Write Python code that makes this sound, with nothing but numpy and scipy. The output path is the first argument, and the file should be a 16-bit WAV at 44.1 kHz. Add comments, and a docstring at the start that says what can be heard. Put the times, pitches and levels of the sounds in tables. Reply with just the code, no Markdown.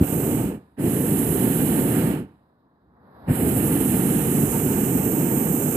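"""Open air, close above a balloon basket: a propane burner fires three blasts, the last running to the end.
The flame is shaped noise, a low roar and a middle rush, with the gas jets' high hiss on top.
Clouds of gas lighting in the first and third blasts whump: short pressure pulses.
In the pauses the last gas dies off and the pilot murmurs, breathes, hisses and whistles.
The right microphone faces the burner, the left is shadowed."""
import sys
import numpy as np
from scipy import signal
from scipy.fft import rfft, irfft
from scipy.io import wavfile

SR = 44100
rng = np.random.default_rng(int(sys.argv[2]) if len(sys.argv) > 2 else 0)


def inscribe(sig):
    """Save sig as 16-bit PCM at rate SR to the path in sys.argv[1].

    A 1-D sig is mono; a 2-D sig holds one channel per row.
    Samples are clipped to [-1, 1] before scaling.
    """
    pcm = np.round(np.clip(np.atleast_2d(sig).T, -1, 1) * 32767)
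    wavfile.write(sys.argv[1], SR, pcm.astype(np.int16))


N = 254016
HZ = np.maximum(np.arange(N // 2 + 1) * SR / N, 1)

# noise colours of the blast, relative [f/Hz, left level/dB, right level/dB]
ROAR_COLOUR = [(20, -33.5, -30.5), (41.66, -17.5, -9), (85, -6.5, -8), (138, 0.5, 2.5), (167, 1, 1),
               (282, 0.5, 2), (351, -5.5, -2.5), (470.5, -9, -9), (563, -17, -20.5), (711, -19, -17.5),
               (1223, -82, -69)]
RUSH_COLOUR = [(320, -33.5, -38), (580, -33, -72.5), (734, -18.5, 8), (840, -6.5, 3.5), (916, -0.5, 5.5),
               (958, -8, -7.5), (1176, -6.5, -1.5), (1800, -18, -2.5), (2030, -16, -6.5), (3010, -22, -5.5),
               (3130, -23.5, -10.5), (3330, -24, -13), (3980, -20.5, -23.5), (3670, 9.5, -18),
               (4500, -47.5, -17.5), (5010, -15, -83), (5670, -35, -51), (6660, -20.5, -48),
               (7560, -67.5, -55)]
HISS_COLOUR = [(4500, -60, -40), (5800, -60, -20), (6800, -55, -11), (8000, -44, -4), (9500, -43, -4),
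               (10500, -35, -3), (12500, -28, -1.5), (13500, -25, -1.5), (14600, -21, 0)]
# roar bands whose level changes [f/Hz, width/octaves]
ROAR_BANDS = [(85, 0.42), (600, 0.47)]
# gain of the roar bands [t/s, level near 85 Hz/dB, level near 600 Hz/dB]
ROAR_BAND_GAINS = [(0, -1, 4), (.5, 3.5, 2), (.8, 0, 1.5), (.9, 2, 3.5), (1.5, 0.5, 0.9), (2.1, -4.5, 3.5),
                   (2.3, 8, -3), (3.3, 6.5, 3.5), (3.9, -4, -1), (4.6, 1.5, -0.5), (5.76, -10, 2.5)]
# rush and hiss bands whose level changes [f/Hz, width/octaves]
UPPER_BANDS = [(1800, 0.24), (3800, .4), (6200, 0.26), (10700, .22), (13800, 0.18)]
# gain of those bands as blasts start and the microphones turn
# [t/s, level near 2 kHz/dB, near 4 kHz/dB, near 6 kHz/dB, near 11 kHz/dB, near 14 kHz/dB]
UPPER_BAND_GAINS = [(0, -2.5, -0.5, -0.5, -3.5, 3.5), (.5, -2.5, -1.5, -2.5, -5.5, -4),
                    (.6, 1, -7, 0, -3, -6), (.77, 7, -3, -4, 5, -8), (.83, -1, -3, -3, -0.5, -3),
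                    (.9, 2, 2.5, -2, 2.5, -1.5), (1.6, 2.5, 4, -3.5, 2.5, 1), (2.1, 3, 1, -4, -1.5, -2),
                    (2.3, 1, -3.5, -3, 0, -9), (3.27, 2, -11, -22, -3, -5), (3.3, 6.5, -4, -26, 2, -3),
                    (3.34, 0.5, -1, -14, -0.5, -3), (3.5, 0, .1, -6, 0.5, -1), (4.1, 2, 3, -2.5, 0.5, -2.5),
                    (4.5, -0.5, -1, 1.2, -2, -0.5), (5.0, -1.5, -2, 0.5, -7, 1),
                    (5.4, -0.5, -4, 0.5, -6, 1.5), (5.76, -4.5, -1.5, 2.5, -4, 1.5)]


def burner():
    """Turbulent flame and gas jets as noise; one flutter shakes roar and rush together."""
    hiss_db, roar_db, rush_db = valve()
    flutter = drift(35.7)
    roar_db = roar_db + 0.64 * flutter + 0.6 * drift(62.0)
    rush_db = rush_db + 0.11 * flutter + 0.93 * drift(46.0)
    hiss_db = hiss_db + 0.61 * drift(33.0)
    roar = from_db(roar_db) * irfft(turbulence(ROAR_COLOUR), N)
    rush = from_db(rush_db) * irfft(turbulence(RUSH_COLOUR), N)
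    hiss = from_db(hiss_db) * irfft(turbulence(HISS_COLOUR), N)
    roar = recolour(roar, ROAR_BANDS, ROAR_BAND_GAINS)
    return roar + recolour(rush + hiss, UPPER_BANDS, UPPER_BAND_GAINS)


# valve operations [opens t/s, shuts t/s, lever opening time/s, hiss level/dB, roar level/dB, rush level/dB,
# roar drift/(dB/s), rush drift/(dB/s), brief roar dip soon after the blast starts/dB (negative: a bump)]
BLASTS = [(-.022, 0.55, 0.015, -25.5, -22.5, -40.5, 1.5, 0.5, 7),
          (0.766, 2.209, 0.016, -27, -22, -42, 1.9, 3, -2.5),
          (3.257, 7, 0.02, -25, -19.5, -38.5, -0.92, -0.57, 8)]
PRESSURE_DB, PRESSURE_S = 6, 0.15  # the hiss gains its last few dB slowly
DIP_AFTER_S, DIP_WIDTH_S = 0.1, 0.032  # the roar dips briefly
LIGHTS_SHARE = 0.42  # the flame catches this far into the opening
# triples below: jet hiss, roar, rush
CLIMB_DB, CLIMB_SHARE = (59, 34, 22), (1.14, 0.47, 0.78)  # time constant as share of opening time
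SHUT_LOSS_DB, EMPTYING_S = (25, 10, 12.5), (0.084, 0.054, 0.055)  # loss at shutting, e-fold growth time
DREGS_DB, DREGS_DB_PER_S = (-42.5, -24, -21), (-70, -101, -110)  # last gas, relative to the blast


def valve():
    """Levels of hiss, roar and rush: climb, hold, a fall steepening as the coil empties, dregs burning off."""
    t = np.arange(N) / SR
    power = 1e-12  # keeps the log finite
    climb_db, climb_share, loss_db, emptying_s, dregs_db, dregs_db_per_s = np.array(
        [CLIMB_DB, CLIMB_SHARE, SHUT_LOSS_DB, EMPTYING_S, DREGS_DB, DREGS_DB_PER_S])[..., None]
    for opens, shuts, opening_s, hiss_db, roar_db, rush_db, roar_drift, rush_drift, dip_db in BLASTS:
        open_s = np.clip(t - opens, 0, shuts - opens)
        lit_s = np.maximum(open_s - LIGHTS_SHARE * opening_s, 0)
        dip = dip_db * np.exp(-((open_s - DIP_AFTER_S) / DIP_WIDTH_S) ** 2)
        hold = np.array([hiss_db - PRESSURE_DB * np.exp(-open_s / PRESSURE_S),
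                         roar_db + roar_drift * open_s - dip,
                         rush_db + rush_drift * open_s])
        since_start_s = np.array([open_s, lit_s, lit_s])
        hold = hold - climb_db * np.exp(-since_start_s / (climb_share * opening_s))
        fall = -loss_db * np.exp(np.minimum((t - shuts) / emptying_s, 5))
        dregs = dregs_db + dregs_db_per_s * np.maximum(t - shuts, 0)
        gate = np.clip((t - opens) / (LIGHTS_SHARE * opening_s), 0, 1)
        # from_db(2 * dB) is power
        power = power + gate * from_db(2 * hold) * (from_db(2 * fall) + from_db(2 * dregs))
    return 10 * np.log10(power)


# lighting gas pockets [t/s, envelope peak level/dB, f/Hz]
WHUMPS = [(0.0135, -1, 161), (0.0249, -3, 186), (3.2821, -21, 330), (3.2863, -12, 210), (3.2992, -9, 195.5),
          (3.3074, -3, 172)]
WHUMP_WIDTH_S = 0.0021
WHUMP_DIP_LEAD_RAD = 0.55  # makes the dip before the peak the deeper one


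def whumps():
    """Each lighting gas pocket is one soft low pressure pulse with a dip before and after."""
    out = np.zeros(N)
    for s, peak_db, hz in WHUMPS:
        t = np.arange(N) / SR - s
        envelope = from_db(peak_db) * np.exp(-(t / WHUMP_WIDTH_S) ** 2)
        out += envelope * np.cos(2 * np.pi * hz * t - WHUMP_DIP_LEAD_RAD)
    return out


# noise colours of the pilot flame and its jet, relative [f/Hz, left level/dB, right level/dB]
MURMUR_COLOUR = [(20.14, -27, -17.5), (40, -8, -13), (70, 5.5, 9), (109.7, 4, 0), (160.7, 1, 5.5),
                 (260.4, 5, 2), (395, -9, -1.5), (700, -28.5, -27.5), (1515, -86, -92.5)]
BREATH_COLOUR = [(248, -9, -32.5), (450, 1.5, -10), (720, 0, 2), (1003, 0, -2), (1250, -5.5, -3),
                 (1810, -23, -8.5), (2100, -23.5, -22), (2880, -42.5, -40), (4000, -70.5, -70)]
JET_COLOUR = [(2000, -19, -16), (2880, -17, -11.5), (3500, -6, -6.5), (3900, 0, -6.5), (4400, -9, -10),
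              (5000, -7, -17), (5800, -33.5, -37.5), (7000, -35, -28.5), (8300, -35.5, -27.5),
              (9120, -34, -13), (10580, -30, -31), (12000, -28.5, -9.5), (13000, -27, -15.5),
              (14600, -22, -8)]
# deepest band of the murmur [f/Hz, width/octaves]
DEEP_BAND = [(70, .6)]
# gain of that band [t/s, level/dB]
DEEP_GAIN = [(0, 2), (.75, 8), (2.3, 0.5), (2.65, -5), (2.95, 1), (3.1, -11), (3.17, -3), (3.25, 3),
             (5.76, 1)]
# the level rises late in a long pause
MURMUR_DB, MURMUR_GAIN_RISE_AFTER_S, MURMUR_GAIN_RISE_DB_PER_S = -63.5, 0.56, 31.5
BREATH_DB, BREATH_GAIN_RISE_AFTER_S, BREATH_GAIN_RISE_DB_PER_S = -69, 0.64, 49
JET_DB, JET_GAIN_RISE_AFTER_S, JET_GAIN_RISE_DB_PER_S = -90, 0.73, 69
BREATH_FLARE_DB, BREATH_FLARE_S = 10.5, 0.11  # still stirred up when the valve shuts
JET_FLARE_DB, JET_FLARE_S = 16, 0.22


def pilot():
    """Small soft flame: low murmur, breathy middle, jet hiss with whistles; level rises late in a long pause."""
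    pause = pause_s()
    murmur_db = MURMUR_DB + MURMUR_GAIN_RISE_DB_PER_S * np.maximum(pause - MURMUR_GAIN_RISE_AFTER_S, 0)
    breath_db = (BREATH_DB + BREATH_GAIN_RISE_DB_PER_S * np.maximum(pause - BREATH_GAIN_RISE_AFTER_S, 0)
                 + BREATH_FLARE_DB * np.exp(-pause / BREATH_FLARE_S))
    jet_db = (JET_DB + JET_GAIN_RISE_DB_PER_S * np.maximum(pause - JET_GAIN_RISE_AFTER_S, 0)
              + JET_FLARE_DB * np.exp(-pause / JET_FLARE_S))
    murmur = from_db(murmur_db + 1.33 * drift(8.0)) * irfft(turbulence(MURMUR_COLOUR), N)
    breath = from_db(breath_db + 0.58 * drift(13.0)) * irfft(turbulence(BREATH_COLOUR), N)
    jet = irfft(turbulence(JET_COLOUR), N) + whistles(pause)
    jet = from_db(jet_db + 1.0 * drift(15.0)) * jet
    return recolour(murmur, DEEP_BAND, DEEP_GAIN) + breath + jet


# pilot jet whistles [f/Hz, width/Hz, level/dB relative to the thin hiss]
PILOT_WHISTLES = [(11600, 150, -1), (9700, 200, -14.5), (3900, 250, -9)]
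WHISTLE_AFTER_S, WHISTLE_HALF_RISE_DB, WHISTLE_RISE_S = 0.66, 8, 0.1  # before the jet hiss is lifted


def whistles(pause):
    """Narrow breathy noise bands of the pilot jet, mostly right, rising late in a pause."""
    whistle = 0
    for hz, width_hz, whistle_db in PILOT_WHISTLES:
        band = irfft(rfft(rng.standard_normal(N)) / (1 + (2 * (HZ - hz) / width_hz) ** 2), N)
        whistle = whistle + from_db(whistle_db + 0.8 * drift(9.0)) * band / np.std(band)
    rise = np.tanh((pause - WHISTLE_AFTER_S) / WHISTLE_RISE_S) - 1
    left_right_db = [[-25], [0]]
    return from_db(WHISTLE_HALF_RISE_DB * rise) * whistle * from_db(left_right_db)


def pause_s():
    """Time since the valve shut, until the next blast is well alight; else 0."""
    t = np.arange(N) / SR
    return sum(np.maximum(t - last[1], 0) * (t < blast[0] + DIP_AFTER_S)
               for last, blast in zip(BLASTS, BLASTS[1:]))


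# sound shared by the microphones [f/Hz, left-right likeness 0-1, left lag/rad]
LIKENESS = [(60.1, 0.99, 0.053), (130, 1, 0.07), (251, 0.96, 0.29), (450, 1, 0.23), (670, 0.84, 1.43),
            (994, 1, 1.02), (1444, 0.5, 2.22), (2510, 0.6, 1.4), (3950, 0, 3.9), (14920, 0.04, 3.4)]


def turbulence(colour):
    """Stereo noise spectrum, partly shared, lagging on the shadowed left; the mean of both has rms 1."""
    shared, left, right = rfft(rng.standard_normal((3, N)))
    alike, lag_rad = over_hz(LIKENESS)
    alike = np.clip(alike, 0, 1)
    common = np.sqrt(alike) * shared * np.exp(-1j * lag_rad * [[1], [0]])
    separate = np.sqrt(1 - alike) * np.array([left, right])
    pair = (common + separate) * from_db(over_hz(colour))
    return pair / np.std(irfft(pair.mean(axis=0), N))


def recolour(x, bands, gains):
    """Each band of x follows its own level curve."""
    whole = rfft(x)
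    for (hz, octaves), gain_db in zip(bands, in_time(gains)):
        band = irfft(whole * np.exp(-(np.log2(HZ / hz) / octaves) ** 2), N)
        x = x + (from_db(gain_db) - 1) * band
    return x


def drift(rate_hz):
    """Low-passed random curve of standard deviation 1, half amplitude at rate_hz."""
    slow = irfft(rfft(rng.standard_normal(N)) / (1 + (HZ / rate_hz) ** 2), N)
    return slow / np.std(slow)


def from_db(db):
    """dB to gain."""
    return 10 ** (np.asarray(db) / 20)


def in_time(rows):
    """Table columns as curves over every sample."""
    s, *columns = np.transpose(rows)
    return [np.interp(np.arange(N) / SR, s, c) for c in columns]


def over_hz(rows):
    """Table columns as curves over every frequency bin, linear in log frequency."""
    hz, *columns = np.transpose(rows)
    return np.array([np.interp(np.log(HZ), np.log(hz), c) for c in columns])


def scene():
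    """Open air: no room."""
    return burner() + whumps() + pilot()


BASS_CUT_HZ, TOP_CUT_HZ = 52, 14520
SELF_NOISE_DB, SELF_RUMBLE_DB, SELF_RUMBLE_HZ = -95, -93, 30.3  # before the top cut


def record(dry):
    """Microphones roll off deep bass; faint own hiss and rumble are added, then the top is cut steeply."""
    bass_cut = signal.butter(3, BASS_CUT_HZ, "high", fs=SR, output="sos")
    top_cut = signal.ellip(16, .5, 90, TOP_CUT_HZ, fs=SR, output="sos")
    thin = signal.sosfilt(bass_cut, dry)
    self_noise = from_db(SELF_NOISE_DB) * rng.standard_normal(dry.shape)
    self_rumble = from_db(SELF_RUMBLE_DB) * drift(SELF_RUMBLE_HZ)
    return signal.sosfilt(top_cut, thin + self_noise + self_rumble)


dry = scene()
out = record(dry)
inscribe(out)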